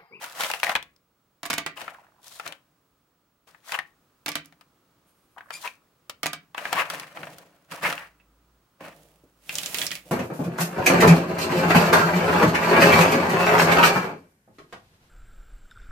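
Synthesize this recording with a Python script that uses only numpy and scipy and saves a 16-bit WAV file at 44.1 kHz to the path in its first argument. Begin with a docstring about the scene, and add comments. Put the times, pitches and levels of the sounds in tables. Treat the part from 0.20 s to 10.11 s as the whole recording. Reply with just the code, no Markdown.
"""Felt-tip markers, box and paper

Quiet small room, stereo camera close to a table: felt-tip markers leave a cardboard box and drop on paper.
The box scrapes and knocks to the left (noise friction, ticks, struck resonances); each dropped barrel
slaps and bounces with ringing modes; barrels jostle, roll and clack, and at last a hand sweeps them up.
Behind lie soft air noise, a thin electrical whine and a low hum that comes and goes."""
import sys
import numpy as np
from scipy import signal
from scipy.fft import rfft, irfft, next_fast_len
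from scipy.io import wavfile
from scipy.ndimage import map_coordinates

SR = 44100
rng = np.random.default_rng(int(sys.argv[2]) if len(sys.argv) > 2 else 0)


def store_wav(level_fs):
    """Save 16-bit WAV to argv[1]."""
    pcm = np.round(np.clip(np.atleast_2d(level_fs), -1, 1) * 32767)
    wavfile.write(sys.argv[1], SR, pcm.T.astype(np.int16))


N = 437031


def amp(db):
    """Decibels to gain."""
    return 10 ** (np.asarray(db) / 20)


def unit(x):
    """x scaled to rms 1."""
    return x / np.sqrt(np.mean(x ** 2) + 1e-20)


def along(points, hz):
    """(Hz, value) points read on a log frequency axis."""
    f, v = np.transpose(points)
    return np.interp(np.log(hz + 1), np.log(f + 1), v)


def wobble(rate):
    """A smooth random curve through normally distributed knots, rate of them a second."""
    knots = rng.standard_normal(int(N * rate / SR) + 4)
    return map_coordinates(knots, [np.arange(N) * rate / SR])


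def filtered(x, response):
    """x filtered by a response of frequency."""
    m = next_fast_len(N + SR // 2)
    hz = np.fft.rfftfreq(m, 1 / SR)
    return irfft(rfft(x, m) * response(hz), m)[:, :N]


def resonance(f, centre_hz, width):
    """A peak of height 1; its half width is a share of its frequency."""
    return 1 / (1 + ((f / centre_hz - 1) / width) ** 2)


def panned(pan_db):
    """Left and right gains for level differences, one per frequency."""
    pair = amp([pan_db / 2, -pan_db / 2])
    return pair / np.sqrt(np.mean(pair ** 2, axis=0))


# the camera body shades its far port: (f/Hz, share of the side level)
SHADOW = [(600, 0), (950, 1), (1700, 1), (2500, .5), (5000, .8), (10000, .2)]


def placed(x, side_db):
    """A source to one side is louder in that port, except in the bass; positive is left."""
    return filtered(x, lambda hz: panned(side_db * along(SHADOW, hz)))


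# correlation of the two ports for spread sounds: (f/Hz, left-right likeness)
LIKENESS = [(200, .96), (600, .92), (1100, .65), (2000, .25), (6000, .2), (12000, .45)]


def coloured(pair, colour):
    """Two unrelated signals become left and right, through a causal filter of colour(Hz) dB."""
    n = pair.shape[1]
    m = 2 * next_fast_len(n // 2 + SR // 10)
    hz = np.fft.rfftfreq(m, 1 / SR)
    # folding the cepstrum forward in time gives minimum phase
    cepstrum = irfft(np.log(amp(colour(hz))))[:m // 2]
    cepstrum[1:] *= 2
    response = np.exp(rfft(cepstrum, m))
    turn = np.arccos(np.clip(along(LIKENESS, hz), -1, 1)) / 2
    shares = [np.cos(turn), np.sin(turn)]
    mid, side = irfft(rfft(pair, m) * response * shares)[:, :n]
    return np.array([mid + side, mid - side])


# ringing modes of barrel and table: (f/Hz, relative level/dB before scatter, t60/s)
BARREL_MODES = [(160.4, -7, 0.23), (288, 1.5, 0.09), (685.7, 0, 0.089), (1188, 1.5, 0.16),
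                (1660, -5.5, 0.088), (2268, -2.5, 0.16), (3010, -9, 0.11), (6226, -8.5, 0.053)]
# the click inside each contact: (f/Hz, spectral level/dB per Hz)
CLICK = [(1500, -22), (5000, -1.5), (10000, 4.5), (15000, -4)]
CLICK_AFTER_S, CLICK_WIDTH_S = 0.0023, 0.00026  # centre and Gaussian width
OWN_T60_S = 0.073  # ring of the resonance that a blow favours


def contacts(rows, spectrum, crack, rattle, rattle_db, ring_db, own_db, peak_db, linger, thump_db, click_db):
    """A contact is a crack, a dying rattle (t60 s), modes and a click; level is rms over its first 20 ms."""
    t = np.arange(SR // 3) / SR
    out = np.zeros((2, N + SR))
    hz, level, t60 = np.transpose(BARREL_MODES)[:, :, None]
    press = 1 - np.exp(-(t / 0.00061) ** 2)  # the contact builds up in under a millisecond
    for s, db, hard_db, peak_hz in rows:
        snap = unit(rng.standard_normal((2, len(t))) * press * amp(-60 * t / crack))
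        buzz = unit(rng.standard_normal((2, len(t))) * press * amp(-60 * t / rattle))

        # hardness lifts the treble; the struck place favours one resonance, and a share lingers in the rattle
        tilt = [(350, thump_db), (700, 0), (2000, 0.0098), (5500, hard_db)]
        shape = lambda f, share=1: along(tilt, f) + share * peak_db * resonance(f, peak_hz, width=0.13)

        scatter_db = 2 * rng.standard_normal(hz.shape)
        strength = amp(level + shape(hz) + scatter_db - 60 * t / t60)
        detune = 1 + rng.normal(0, 0.017, hz.shape)
        ring = unit((strength * press * np.cos(2 * np.pi * hz * t * detune)).sum(0))

        hit = coloured(snap, lambda f: along(spectrum, f) + shape(f))
        # the highest vibrations die first, so the rattle is duller than the crack
        dulling = [(2500, 6.0), (9000, -4.0)]
        hit += coloured(buzz, lambda f: along(spectrum, f) + shape(f, linger) + rattle_db + along(dulling, f))

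        # the shell bottoms out a moment later with a tiny bright click
        burst = np.exp(-.5 * ((t - CLICK_AFTER_S) / CLICK_WIDTH_S) ** 2)
        click = rng.standard_normal((2, len(t))) * burst
        click = unit(coloured(click, lambda f: along(CLICK, f)))

        # a blunt blow leaves the favoured resonance ringing more than a sharp one does
        own = unit(press * np.sin(2 * np.pi * peak_hz * t) * amp(-60 * t / OWN_T60_S))

        hit = unit(hit) + amp(ring_db) * ring
        hit += amp(own_db - hard_db / 2) * own
        hit += amp(click_db + hard_db) * click
        out[:, round(s * SR):][:, :len(t)] += amp(db) * hit / hit[:, :SR // 50].std()
    return out[:, :N]


def friction(spectrum, grit, catches):
    """Rms 1: smooth rubbing plus tiny catches of uneven size, so many a second, dying in a few ms."""
    size = rng.exponential(size=N) * (rng.random(N) < catches / SR)
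    bursts = signal.lfilter([1], [1, -np.exp(-1 / (0.0011 * SR))], size)
    force = rng.standard_normal((2, N)) * (1 + grit * unit(bursts))
    return unit(coloured(force, lambda hz: along(spectrum, hz)))


GRAIN_LOW_HZ, GRAIN_HIGH_HZ = 550, 1900  # pitch range of the ticks of a moving barrel
GRAIN_CYCLES, GRAIN_SPREAD_DB = 2.5, 4  # decay in cycles; scatter of size


def grains(spectrum, rate):
    """Rms 1: tiny ticks, so many a second, each ringing for a few cycles at its own pitch."""
    when, pitch, size, *phases = rng.random((int(rate * N / SR), 5)).T[:, :, None]
    hz = GRAIN_LOW_HZ * (GRAIN_HIGH_HZ / GRAIN_LOW_HZ) ** pitch
    k = np.arange(SR // 50)
    cycles = hz * k / SR
    strength = np.sqrt(hz) * amp(-GRAIN_SPREAD_DB * np.log(np.maximum(size, 1 / 20)))
    envelope = strength * np.exp(-cycles / GRAIN_CYCLES) * np.minimum(2 * cycles, 1)
    at = ((when * N).astype(int) + k).ravel()
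    ticks = [envelope * np.sin(2 * np.pi * (cycles + phase)) for phase in phases]
    pair = np.array([np.bincount(at, tick.ravel(), N)[:N] for tick in ticks])
    return unit(coloured(pair, lambda f: along(spectrum, f)))


RISE_DB = 16.5  # a stroke swells by this much during its attack


def stroke(start, attack, hold, release):
    """Gain of one movement: it swells out of silence, holds and dies away."""
    t = np.arange(N) / SR - start
    rise = np.clip(t / attack, -10, 1) - 1
    fall = np.clip((t - attack - hold) / release, 0, 2)
    return amp(RISE_DB * rise - 60 * fall)


def strokes(rows):
    """One gain curve for the main layer and one for each layer that the same movements drive."""
    return sum(np.outer(amp(db + np.array([0, *others])), stroke(start, attack, hold, release))
               for start, attack, hold, release, db, *others in rows)


# strokes of markers along the box:
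# (start t/s, attack/s, hold/s, release t60/s, cardboard level/dB, hiss over it/dB, table over it/dB)
SLIDES = [(0, 0.016, 0.018, 0.34, -41, -3.5, -22), (.14, 0.068, 0.029, 0.61, -32, -1.5, -19.5),
          (.44, 0.022, .06, 0.13, -39, -5.5, -19), (1.56, 0.011, 0.072, 0.49, -43, -8.5, -13.5),
          (2.03, 0.034, 0.1, 0.41, -56, 8, -30), (2.22, 0.036, 0.044, 0.23, -46.5, -9, -8),
          (3.27, 0.0038, 0.0085, 0.367, -57, -1.5, -5), (3.44, 0.033, 0.022, .35, -51, 4.5, -24),
          (3.49, 0.042, 0.022, .12, -40, -8.5, -28.5), (5.31, 0.024, .14, 0.22, -52, 6, -9),
          (6.36, 0.017, 0.18, 0.18, -39, -9, -15), (6.52, 0.033, .06, 0.3, -30.5, -19.5, -12.5),
          (6.69, .02, 0.033, 0.59, -35, -8, -9.5), (6.94, 0.026, 0.1, 1, -51, -4.5, 3.5),
          (7.503, 0.019, 0.014, 0.4, -39, -9, -5.5), (7.62, .018, 0.045, 0.35, -27.5, -9, -10.5),
          (8.6, 0.01, .07, 0.24, -44, -12, -0.5)]
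# colours of cardboard scrape, its hiss and the table's drone: (f/Hz, spectral level/dB per Hz)
CARDBOARD = [(200, -28.5), (400, -12.5), (540, -2), (800, -1.5), (1150, 2), (2700, 0), (3500, -12),
             (4700, -15), (7000, -22.5)]
HISS = [(1500, -45), (3200, 0.5), (11000, -6), (15500, -9.5)]
TABLE = [(30, -30), (100, -16), (170, 2), (230, -13), (295, -2), (380, -12), (560, -1.5), (900, -11.5),
         (2000, -55)]
GRAIN_SHARE = .3  # the ticks' share of the power of a scrape


def slides():
    """Barrels stick and slip along the box with low, woody ticks; the box drones through the table."""
    card, hiss, table = strokes(SLIDES)
    slip = amp(2.2 * wobble(70))
    rub = friction(CARDBOARD, grit=0.29, catches=150)
    ticks = grains(CARDBOARD, rate=300)
    scrape = np.sqrt(1 - GRAIN_SHARE) * rub + np.sqrt(GRAIN_SHARE) * ticks
    crackle = friction(HISS, grit=0.46, catches=140)
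    drone = table * friction(TABLE, grit=0.25, catches=100)
    return slip * (card * scrape + hiss * crackle) + drone


# colour of the room air: (f/Hz, spectral level/dB per Hz)
AIR = [(25, -8.5), (165, -1), (230, -5.5), (295, -3), (400, -8), (850, -12), (1250, -8.5), (1800, -17),
       (15000, -27)]
# level of the air: (t/s, level/dB)
AIR_LEVEL = [(0.9, -71.5), (2, -67), (3.2, -71.5), (3.8, -66.5), (8.4, -67)]
# the low hum comes and goes: (t/s, level/dB before its wobble)
HUM_LEVEL = [(7.55, -90), (7.7, -63), (8.36, -64.5), (8.58, -86.5), (8.7, -64.5), (9.9, -64)]
WHINE_HZ = 15735


def background():
    """Room air is coloured noise; the electrical whine is a steady sine, the hum a wavering one."""
    t = np.arange(N) / SR
    level = lambda rows: amp(np.interp(t, *np.transpose(rows)))
    air = unit(coloured(rng.standard_normal((2, N)), lambda hz: along(AIR, hz)))
    whine = amp(-76.5) * np.sin(2 * np.pi * WHINE_HZ * t)
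    hum_swell = amp(2.5 * wobble(10))
    hum = level(HUM_LEVEL) * hum_swell * np.sin(2 * np.pi * 55.4 * t + .6 * wobble(8))
    return level(AIR_LEVEL) * air + whine + hum


# markers knocking in and against their box: (t/s, level/dB, hardness/dB, resonance f/Hz)
KNOCKS = [(0.041, -36, 6.5, 1410), (0.207, -28.5, 6.5, 1430), (0.235, -27.5, 1.5, 2290),
          (0.245, -32, 1.5, 3240), (0.3, -29.5, 2, 940), (0.313, -30.5, 10, 2670),
          (0.336, -28.5, 0.5, 2740), (0.399, -39.5, 8.5, 2800), (0.431, -21.5, -2.5, 2350),
          (0.4365, -28.5, 8, 2080), (0.444, -30, 5, 1720), (0.467, -28, -1.5, 1940), (0.4935, -24, -6, 754),
          (0.517, -33.5, -3, 1905), (0.5525, -20.5, -5, 2440), (0.5605, -27.5, -3, 3510),
          (0.626, -43.5, 8.5, 3400), (0.762, -65, 12.5, 4980), (1.574, -42.5, 2, 2850),
          (1.615, -37.5, 0, 715), (1.679, -33, -16, 1300), (2.197, -34.5, -5, 1320), (2.263, -36, -3, 1440),
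          (2.276, -37.5, 10, 574), (2.323, -40.5, 2, 3080), (3.346, -53, -18.5, 1700),
          (3.493, -43, -2.5, 1970), (3.52, -29.5, 0, 1380), (3.5765, -43, -11.5, 1030),
          (3.588, -27.5, -5, 1750), (4.324, -57, -2, 600), (4.41, -54, 3, 1310), (5.182, -44.5, -8.5, 873),
          (5.207, -44, -16, 1660), (5.305, -35.5, -5, 1290), (5.475, -33.5, -1, 2530),
          (5.896, -35, 9.5, 1250), (6.346, -35.5, -10.5, 1130), (6.379, -31.5, -8, 1420),
          (6.453, -27.5, -9, 1650), (6.528, -23, 2, 870), (6.7, -30.5, 6, 1270), (6.797, -37.5, 12, 2350),
          (6.971, -38, -16, 1200), (7.031, -37, -15, 550), (7.07, -42, -10.5, 625),
          (7.183, -48, 16.5, 1390), (7.726, -29.5, -2.5, 1400), (7.778, -37.5, -8, 2690)]
# colour of a knock on the box: (f/Hz, spectral level/dB per Hz)
BOX = [(40, -18), (400, -9.5), (700, -1.5), (2500, -2), (4000, -5.5), (7000, -11.5), (15000, -16)]


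def knocks():
    """Markers bump each other and the dead cardboard, with short cracks and little ringing."""
    return contacts(KNOCKS, BOX, crack=0.014, rattle=0.055, rattle_db=-1.0, ring_db=-25, own_db=-32,
                    peak_db=16, linger=0.21, thump_db=-4.0, click_db=-22.0)


# short hard shoves against the cardboard: (t/s, rms level at the peak/dB, Gaussian width/s, resonance f/Hz)
SHOVES = [(0.487, -30, 0.017, 749.5), (3.548, -25, 0.0071, 3100), (5.457, -32, 0.012, 982),
          (6.597, -20.5, .018, 1080), (7.66, -21.5, 0.014, 2100), (7.815, -42.5, 0.035, 1810)]


def shoves():
    """A hard push makes dense slips, and one resonance of the box stands out."""
    out = np.zeros((2, N))
    t = np.arange(SR // 5) / SR - 1 / 10
    for s, db, width, peak_hz in SHOVES:
        rub = lambda f: np.maximum(along(CARDBOARD, f), along(HISS, f) - 17)
        colour = lambda f: rub(f) + 8 * resonance(f, peak_hz, width=0.1)
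        scrape = unit(coloured(rng.standard_normal((2, len(t))), colour))
        push = amp(db) * np.exp(-.5 * (t / width) ** 2)
        out[:, round((s + t[0]) * SR):][:, :len(t)] += push * scrape
    return out


# the box bumping the table: (t/s, level/dB)
BUMPS = [(0.555, -40), (1.615, -47), (5.894, -49.5), (6.453, -46), (7.027, -41.5), (7.155, -50.5),
         (7.251, -57), (9.035, -50.5)]
# colour of the thud: (f/Hz, spectral level/dB per Hz)
BUMP = [(30, -20), (70, -5.5), (170, -5.5), (300, -3), (500, -4.5), (1200, -38)]
BUMP_ATTACK_S, BUMP_T60_S = 0.0051, 0.072


def bumps():
    """The box thuds softly on the table: short bursts of low noise."""
    level = sum(amp(db) * stroke(s, BUMP_ATTACK_S, 0, BUMP_T60_S) for s, db in BUMPS)
    return level * unit(coloured(rng.standard_normal((2, N)), lambda hz: along(BUMP, hz)))


# markers dropped on the paper: (t/s, landing level/dB, far end follows after/s, flight of a bounce/s,
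# first bounce level/dB, second bounce level/dB, resonance on landing f/Hz, resonance on bouncing f/Hz)
DROPS = [(1.231, -35, .0227, 0.074, -27, -33, 699, 1194),
         (1.3006, -28.5, .0296, 0.081, -27, -29, 2242, 1948),
         (4.0607, -30.5, .0205, .0934, -27, -58, 2294, 3032),
         (6.0313, -27, .0268, 0.1, -32, -72, 2410, 1186)]
# colour of plastic on paper: (f/Hz, spectral level/dB per Hz)
PLASTIC = [(45, -48), (100, -13), (170, -6.5), (2200, 0), (4500, -1), (8000, -5), (15000, -13.5)]
SLAP_DB, SLAP_HARD_DB = 1, -3.5  # the far end: level against the landing, hardness
CHATTER_S, CHATTER_DB, CHATTER_HARD_DB = 0.0071, -3, 10.5  # after the slap; level against the landing
BOUNCE_HARD_DB, SOFTEN_DB = 0, 5  # hardness of the first bounce; the second is softer


def drops():
    """A hollow barrel lands on one end, slaps down the other, chatters and bounces twice; the table rings."""
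    rows = []
    for s, db, follow, flight, first_db, second_db, landing_hz, bounce_hz in DROPS:
        slap_s = s + follow
        rows += [(s, db, 0, landing_hz),
                 (slap_s, db + SLAP_DB, SLAP_HARD_DB, landing_hz),
                 (slap_s + CHATTER_S, db + CHATTER_DB, CHATTER_HARD_DB, landing_hz),
                 (s + flight, first_db, BOUNCE_HARD_DB, bounce_hz),
                 (s + 2 * flight, second_db, BOUNCE_HARD_DB - SOFTEN_DB, bounce_hz)]
    hits = contacts(rows, PLASTIC, crack=0.012, rattle=0.069, rattle_db=-1.5, ring_db=-7.0, own_db=-14,
                    peak_db=0.0, linger=0.94, thump_db=-2.5, click_db=-13.5)
    return placed(hits, side_db=-2.0)


# barrels jostling along the box: (start t/s, level/dB, t60/s)
JOSTLES = [(1.7, -52, 0.99), (5.15, -51, 1.1)]


def jostling():
    """A marker keeps nudging the box with sparse ticks that die away."""
    t = np.arange(N) / SR
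    level = sum(amp(db - 60 * np.abs(t - s) / t60) * (t > s) for s, db, t60 in JOSTLES)
    return level * grains(BOX, rate=120)


# barrels clacking against each other: (t/s, level/dB, hardness/dB, resonance f/Hz)
CLACKS = [(4.1175, -36.5, -5.5, 2260), (4.257, -54, 19, 2920), (7.999, -62.5, -26, 2620),
          (9.2932, -30.5, -14, 2740), (9.354, -30, 4.5, 7330), (9.384, -28.5, 4.5, 2930),
          (9.4324, -34.5, -1.5, 3938), (9.4598, -30.5, -2.5, 7390), (9.5443, -28, -3.5, 2014),
          (9.5848, -29.5, 2, 3480), (9.616, -26.5, -8, 3350), (9.6661, -29, 2.5, 5670),
          (9.707, -36, -11, 3300), (9.7154, -30.5, -6, 1930), (9.7532, -36, -0.5, 2176)]
# colour of a clack: (f/Hz, spectral level/dB per Hz)
CLACK = [(50, -26.5), (170, -10.5), (900, -13.5), (1800, -6), (2900, 1.5), (5000, 4.5), (8000, 0),
         (15000, -9.5)]


def clacks():
    """Barrel meets barrel with a short clack, each at its own pitch."""
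    return contacts(CLACKS, CLACK, crack=0.006, rattle=0.075, rattle_db=-1.5, ring_db=-21, own_db=-14,
                    peak_db=7, linger=1.0, thump_db=0.5, click_db=-17)


# barrels rolling over the paper: (start t/s, attack/s, hold/s, release t60/s, level/dB)
ROLLS = [(4.84, .03, .42, .3, -75)]
# the thin squeal of a rolling barrel: resonances, f/Hz
ROLL_HZ = (8970, 11600)
# colour of rubbed paper: (f/Hz, spectral level/dB per Hz)
PAPER = [(200, -27.5), (950, -5), (2900, -0.5), (4500, -4.5), (10000, -3.5), (15500, -7)]


def rolling():
    """Barrels roll over the paper with a thin, resonant whisper that flutters as they turn."""
    level, = strokes(ROLLS)
    squeal = lambda f: along(PAPER, f) + 13 * sum(resonance(f, hz, width=0.039) for hz in ROLL_HZ)
    whisper = coloured(rng.standard_normal((2, N)), squeal)
    flutter = amp(2.8 * wobble(35))
    return level * unit(flutter * whisper)


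SQUEAK_RISE_PER_S = 0.35  # share of its pitch


def squeak(s, width, pitch_hz, db):
    """For a moment a barrel sticks and slips at a nearly regular, slowly rising rate."""
    t = np.arange(N) / SR - s
    glide = 1 + SQUEAK_RISE_PER_S * np.clip(t, -3 * width, 3 * width)
    jitter = 1 + .025 * wobble(900)
    phase = 2 * np.pi * np.cumsum(pitch_hz * glide * jitter) / SR
    harmonics = sum(np.sin(k * phase) / np.sqrt(k) for k in np.arange(4) + 1)
    tone = harmonics * amp(3 * wobble(500))
    return amp(db) * np.exp(-.5 * (t / width) ** 2) * tone


# the hand over the paper: (start t/s, attack/s, hold/s, release t60/s, hiss level/dB, table over it/dB)
SWEEPS = [(8.7, 0.046, 0.078, 1, -62, 1.5), (9.265, 0.064, 0.21, 0.26, -38, -11.5),
          (9.54, .04, 0.069, 0.18, -33, -9), (9.7, .02, 0.028, 0.25, -41.5, -14),
          (9.84, 0.023, .04, .3, -56, 3)]


def sweep():
    """A hand drags the markers over the paper: gritty hiss, with a drone from the table."""
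    hiss, table = strokes(SWEEPS)
    rub = hiss * friction(PAPER, grit=0.36, catches=230)
    drone = table * friction(TABLE, grit=0.3, catches=110)
    return rub + drone


# panels of the box: (f/Hz, width/Hz, level/dB)
PANELS = [(696, 11, -2), (824, 10, -5.5), (982, 15, -5), (1116, 5.1, -10), (1800, 50, -10), (2950, 18, -10)]


def panels(x):
    """The cardboard panels ring briefly with whatever moves inside."""
    ring = lambda f: sum(amp(db) * 1j * f * w / (hz * hz - f * f + 1j * f * w) for hz, w, db in PANELS)
    return filtered(x, lambda f: 1 + ring(f))


# decay of the small room: (f/Hz, t60/s)
ROOM = [(150, 0.62), (700, 0.16), (2000, .24), (14000, 0.092)]


def room(x):
    """The walls answer with a noise tail; each frequency dies at its own speed."""
    hz, t, z = signal.stft(rng.standard_normal((2, SR // 2)), SR, nperseg=256)
    decay = amp(-60 * t / along(ROOM, hz)[:, None])
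    tail = signal.istft(z * decay, SR, nperseg=256)[1]
    tail = coloured(tail, lambda f: along([(300, 0.0), (2000, 4), (10000, -1.5)], f))
    # the tail starts a 150th of a second behind the direct sound
    late = np.pad(tail / np.linalg.norm(tail[0]), ((0, 0), (SR // 150, 0)))
    return signal.fftconvolve(x, late, axes=1)[:, :N]


# where the box is handled: (t/s, side from 0 centre to 1 left)
BOX_SIDE = [(0, 0.35), (1.5, 0.92), (6.6, 0.72), (7.4, 0.12)]
LEAD_S = .00002  # at full left, the left port hears the box this much earlier


def scene():
    """All the handling, its room and the background."""
    paper = drops() + jostling() + rolling() + bumps()
    paper = paper + placed(sweep() + clacks(), side_db=-5)

    box = panels(knocks() + slides() + shoves())
    box = box + squeak(s=5.35, width=0.014, pitch_hz=2400, db=-38.5)
    left = placed(box, side_db=9)
    left = filtered(left, lambda hz: np.exp(1j * np.pi * LEAD_S * np.array([hz, -hz])))
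    side = np.interp(np.arange(N) / SR, *np.transpose(BOX_SIDE))
    box = box + side * (left - box)

    echo = room(amp(-11.5) * paper + amp(-16.5) * box)
    return paper + box + echo + background()


# the right port of the camera is brighter: (f/Hz, left-right level/dB)
PORTS = [(8000, -0.5), (12000, -1.5), (15500, -6)]
TOP_HZ = 16000


def record(dry):
    """The camera's two ports, its rumble filter and its band limit."""
    rumble_cut = lambda hz: hz / np.hypot(hz, 45)
    return filtered(dry, lambda hz: panned(along(PORTS, hz)) * rumble_cut(hz) * (hz < TOP_HZ))


dry = scene()
out = record(dry)
store_wav(out)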